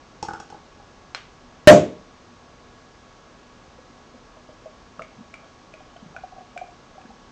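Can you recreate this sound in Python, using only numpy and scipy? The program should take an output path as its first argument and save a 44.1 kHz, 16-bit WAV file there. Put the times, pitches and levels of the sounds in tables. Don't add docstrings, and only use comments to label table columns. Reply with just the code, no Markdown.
import sys
import numpy as np
from scipy import signal
from scipy.fft import rfft, irfft
from scipy.io import wavfile
from scipy.ndimage import uniform_filter1d

SR = 44100
rng = np.random.default_rng(int(sys.argv[2]) if len(sys.argv) > 2 else 0)


def gain_from_db(level_db):
    decades = np.asarray(level_db, float) / 20
    return 10 ** decades


def dump_mix(stems):
    frames = np.atleast_2d(stems).T
    limited = np.clip(frames, -1, 1)
    pcm = np.round(limited * 32767).astype(np.int16)
    wavfile.write(sys.argv[1], SR, pcm)


N = 322371

# freq_hz, density_db
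FAN_SPECTRUM = [(15, -34.5), (25, -2.5), (500, -8.5), (1300, -12), (1700, -18.5), (6340, -24.5),
                (8500, -35.5), (18700, -135)]
# freq_hz, rms_db
MOTOR_LINES = [(247.6, -63.5), (742.9, -69.5), (1082, -79), (1114, -61.5), (1669, -66.5), (2229, -76.5)]
# start_s, knock_db, upper_mode_db, rattle_db
BOUNCES = [(0.228, -21, -56, -20), (0.24, -48, -50, -52), (0.251, -36, -62, -48), (0.286, -24.5, -35, -33),
           (0.31, -30.5, -42, -64), (0.335, -28.5, -43, -30.5), (0.35, -33.5, -41, -55),
           (0.401, -33, -43, -29.5), (0.502, -39.5, -54, -36), (0.525, -33.5, -62, -47),
           (0.545, -32.5, -56, -48), (0.564, -44, -62, -59), (0.799, -42, -64, -60), (0.827, -48, -64, -58)]
# freq_hz, level_db, t60_s
TABLE_LOW = [(837, 6.5, 0.025), (431, -1, 0.025), (334, -11, 0.066), (185, 2.5, 0.018), (102, -16.5, 0.047)]
# freq_hz, level_db, t60_s
TABLE_UPPER = [(1440, 8, 0.027), (1280, 6.5, 0.035)]
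# freq_hz, level_db, t60_s
WIRE = [(5520, -1.5, 0.0095), (6420, -2.5, 0.008), (2730, -5, 0.0091)]
# centre_hz, t60_s, level_db
TAIL = [(91, .45, -12.5), (172, 0.36, -8.5), (360.2, 0.43, -8), (670, 0.24, -3.5), (1443, .28, -2.5),
        (2835, 0.37, -0.5), (5800, .27, -1.5), (8900, .25, -11)]
# freq_hz, level_db, t60_s
SLIP = [(1540, -17, 0.013), (2420, -7, 0.016), (4120, -4, 0.024), (5130, -7, 0.016)]
# centre_hz, level_db
BLAST = [(110, -12.5), (210, 6), (340, -1), (1700, -18.5), (3800, -23.5)]
# freq_hz, level_db, t60_s
NECK = [(604, 4, 0.18), (593, -7.5, 0.27), (612, -21, .45), (479, -20, .3), (538, -14, .27), (682, -11, .3),
        (719, -16, .25), (406, -17.5, 0.25), (330, -32, 0.29), (258, -25, 0.08), (183, -22.5, 0.44),
        (1160, -26.5, .15)]
# start_s, peak_db, pitch_share_of_bowl_note
BUBBLES = [(3.787, -41, 0.88), (4.143, -45.5, 0.88), (4.37, -44, 1.01), (4.491, -40, 0.97),
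           (4.66, -32.5, .99), (4.995, -34.5, 0.91), (5.011, -33, 0.99), (5.336, -45.5, .99),
           (5.436, -46.5, .97), (5.74, -40.5, 0.9), (5.806, -44.5, 1.08), (5.962, -42.5, .98),
           (6.148, -43, 1.08), (6.164, -37.5, .94), (6.184, -46, 1.08), (6.238, -31, 1.025),
           (6.325, -41, 1.02), (6.365, -43, 1.04), (6.383, -37, 1), (6.409, -40, 1.01),
           (6.565, -30.5, 0.96), (6.589, -37.5, 0.97), (6.616, -29, 0.98), (6.639, -43, 1.06),
           (6.686, -42.5, 0.96), (6.957, -44, 0.78), (6.981, -39.5, 1), (7.04, -52, .97),
           (7.105, -45, 1.04)]
# start_s, plop_db, tick_hz, tick_db
DROPS = [(4.9949, -18.5, 2760, -46), (5.0214, -31, 2240, -32), (5.3414, -31, 2334, -33),
         (5.444, -39, 3240, -52), (5.7397, -41, 2480, -38), (5.806, -53, 3150, -53),
         (5.9008, -56, 3000, -51), (5.9665, -44, 3100, -46), (6.165, -22, 2450, -37),
         (6.577, -28, 2380, -30.5), (7.016, -42, 2570, -48), (7.0584, -41, 2240, -57)]
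# start_s, peak_db, pitch_hz
GULPS = [(3.797, -48, 233), (3.899, -38, 258), (4.148, -38, 236), (4.489, -43, 163), (4.987, -34, 178),
         (5.186, -31.5, 217), (5.206, -30.5, 246), (6.026, -30.5, 221), (6.06, -32.5, 177), (6.1, -38, 168),
         (7.05, -31, 249), (7.093, -33, 245), (7.246, -41, 246)]

FAN_RMS_DB = -50
CASE_HZ, CASE_WIDTH_SHARE, CASE_DB = 242, 0.027, 5.5
TICK_S, TICK_DB = 1.148, -9
POP_S, POP_DB = 1.6732, 19
PUFF_HZ, PUFF_DB, PUFF_LAG_S = 260, -2.5, 0.00034
HISS_HZ, HISS_DB = 6900, 1.5
POUR_S = 4.0
BOWL_HZ, BOWL_RISE_HZ_PER_S = 583.6, 53.3
BUBBLE_T60_S, BOWL_RING_DB, BOWL_T60_S = 0.047, -6.5, 0.2
PLOP_HZ, PLOP_RISE_HZ_PER_S, SPLASH_DB = 1065, 188, -2
GULP_T60_S = 0.059
CAGE_WET_DB = 2
NECK_WET_DB = -19
BOWL_WET_DB = -7
POUR_WET_DB = -3
INPUT_HZ, SELF_NOISE_DB = 7900, -94.5
CEILING, TOP_HZ = 0.97, 15800


def ring(hz, t60_s, rise_s=0.0003, glide=0.0):
    t = np.arange(int(SR * 0.5)) / SR
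    fade = np.exp(-np.log(1000) * t / max(t60_s, 0.001))
    rise = 1 - np.exp(-t / rise_s)
    return np.sin(2 * np.pi * hz * t * (1 + glide * t / (t + t60_s))) * fade * rise


def body(modes, rise_s=0.00027, detune=0.0):
    shift = 1 + detune * rng.standard_normal(len(modes))
    return sum(gain_from_db(db) * ring(hz * k, t60_s, rise_s) for (hz, db, t60_s), k in zip(modes, shift))


def two_octaves(order, hz):
    return signal.butter(order, [hz / 2, min(hz * 2, 0.4 * SR)], "bandpass", fs=SR, output="sos")


def burst(hz, t60_s):
    t = np.arange(int(SR * 0.5)) / SR
    noise = signal.sosfilt(two_octaves(1, hz), rng.standard_normal(len(t)))
    return noise * np.exp(-np.log(1000) * t / t60_s) * (1 - np.exp(-t / 0.00058))


def crack(hz):
    step = np.zeros(int(SR * 0.5))
    step[0] = 1
    pulse = signal.sosfilt(two_octaves(2, hz), step)
    return pulse / np.abs(pulse).max()


def add(track, start_s, sound):
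    i = int(start_s * SR)
    track[i:i + len(sound)] += sound[:N - i]


def fan():
    hz = np.fft.rfftfreq(N, 1 / SR)
    point_hz, point_db = np.transpose(FAN_SPECTRUM)
    colour = gain_from_db(np.interp(np.log(hz + 1), np.log(point_hz), point_db))
    colour = colour * gain_from_db(CASE_DB * np.exp(-((hz / CASE_HZ - 1) / CASE_WIDTH_SHARE) ** 2))
    hiss = irfft(rfft(rng.standard_normal(N)) * colour, N)
    out = hiss * gain_from_db(FAN_RMS_DB) / hiss.std()
    for line_hz, db in MOTOR_LINES:
        waver = uniform_filter1d(rng.standard_normal((2, N)), SR // 5, axis=1) * np.sqrt(SR // 5)
        phase = 2 * np.pi * line_hz * np.arange(N) / SR + 0.61 * waver[0]
        out += gain_from_db(db + 2.5 + 0.74 * waver[1]) * np.sin(phase)
    return out


def cage():
    out = np.zeros(N)
    for start_s, knock_db, upper_db, rattle_db in BOUNCES:
        rattle = body(WIRE, detune=0.032) + gain_from_db(-12) * crack(5500) + burst(3800, 0.022)
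        knock = gain_from_db(knock_db + 4.5) * body(TABLE_LOW, 0.0037, 0.022)
        knock += gain_from_db(upper_db + 3) * body(TABLE_UPPER, 0.001, 0.045)
        add(out, start_s - 0.001, knock + gain_from_db(rattle_db - 4.5) * rattle)
    return out


def room():
    t = np.arange(int(SR * 0.7)) / SR
    response = np.zeros(len(t))
    for hz, t60_s, db in TAIL:
        sos = signal.butter(2, [hz / np.sqrt(2), hz * np.sqrt(2)], "bandpass", fs=SR, output="sos")
        band = signal.sosfilt(sos, rng.standard_normal(len(t))) * np.exp(-np.log(1000) * t / t60_s)
        response += gain_from_db(db) * band * np.sqrt(2 * np.log(1000) / (t60_s * SR))
    return response * (1 - np.exp(-t / 0.0023))


def cork():
    out, neck = np.zeros((2, N))
    snap = gain_from_db(2.5) * crack(2170) + gain_from_db(6) * crack(1170)
    snap += gain_from_db(-1) * burst(1200, 0.022) + gain_from_db(-17) * crack(640)
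    add(out, TICK_S, -gain_from_db(TICK_DB - 13.5) * snap)
    add(neck, TICK_S, -gain_from_db(TICK_DB - 11.5) * body(SLIP))

    blast = sum(gain_from_db(db - 6) * crack(hz) for hz, db in BLAST)
    add(out, POP_S, -gain_from_db(POP_DB) * blast)
    add(out, POP_S, gain_from_db(POP_DB + HISS_DB) * ring(HISS_HZ, 0.0007, rise_s=0.0001))
    add(neck, POP_S, -gain_from_db(POP_DB - 7) * body(NECK))
    add(neck, POP_S + PUFF_LAG_S, gain_from_db(POP_DB + PUFF_DB) * ring(PUFF_HZ, 0.01518))
    return out, neck


def bubbles():
    out = np.zeros(N)
    for start_s, db, share in BUBBLES:
        hz = share * (BOWL_HZ + BOWL_RISE_HZ_PER_S * (start_s - POUR_S))
        bubble = ring(hz, BUBBLE_T60_S, rise_s=0.0028, glide=0.13)
        bowl_air = ring(hz, BOWL_T60_S, rise_s=0.011)
        beer_slug = ring(0.802 * hz, 1.1 * BUBBLE_T60_S, rise_s=0.0034)
        add(out, start_s - 0.0025, gain_from_db(db + 9) * bubble)
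        add(out, start_s, gain_from_db(db + BOWL_RING_DB) * bowl_air)
        add(out, start_s - 0.002, gain_from_db(db - 1) * beer_slug)
    return out


def pour():
    out = np.zeros(N)
    for start_s, db, hz in GULPS:
        add(out, start_s, gain_from_db(db + 0.5) * ring(hz, GULP_T60_S, rise_s=0.0036, glide=-0.2))
    for start_s, plop_db, tick_hz, tick_db in DROPS:
        plop_hz = PLOP_HZ + PLOP_RISE_HZ_PER_S * (start_s - POUR_S)
        plop = ring(plop_hz, 0.017, rise_s=0.00081, glide=0.027) + gain_from_db(-26) * crack(1500)
        tick = ring(tick_hz, 0.015, rise_s=0.0009, glide=-0.041)
        tick += gain_from_db(-0.5) * ring(0.917 * tick_hz, 0.0065, rise_s=0.0009)
        tick += gain_from_db(-3) * ring(1.11 * tick_hz, 0.0048, rise_s=0.00092)
        splash = gain_from_db(tick_db + SPLASH_DB) * burst(4000, 0.015)
        add(out, start_s - 0.001, gain_from_db(plop_db) * plop + gain_from_db(tick_db + 7.5) * tick + splash)
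    return out


def scene():
    hiss, table, response = fan(), cage(), room()
    stopper, neck = cork()
    bowl, stream = bubbles(), pour()
    sent = stopper + gain_from_db(CAGE_WET_DB) * table + gain_from_db(NECK_WET_DB) * neck
    sent += gain_from_db(BOWL_WET_DB) * bowl + gain_from_db(POUR_WET_DB) * stream
    reflected = signal.fftconvolve(sent, response)[:N]
    return (table + stopper + neck + bowl + stream + reflected + hiss)[None]


def roll_off(x):
    return signal.sosfilt(signal.butter(12, 16890, fs=SR, output="sos"), x)


def record(dry):
    narrow = signal.sosfilt(signal.butter(8, INPUT_HZ, fs=SR, output="sos"), dry)
    held = np.clip(narrow, -CEILING, CEILING)
    held = held + gain_from_db(SELF_NOISE_DB) * rng.standard_normal(dry.shape)
    held = signal.sosfiltfilt(signal.ellip(6, 0.1, 25, TOP_HZ, fs=SR, output="sos"), held)
    return roll_off(np.clip(held, -1, 1))


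dry = scene()
out = record(dry)
dump_mix(out)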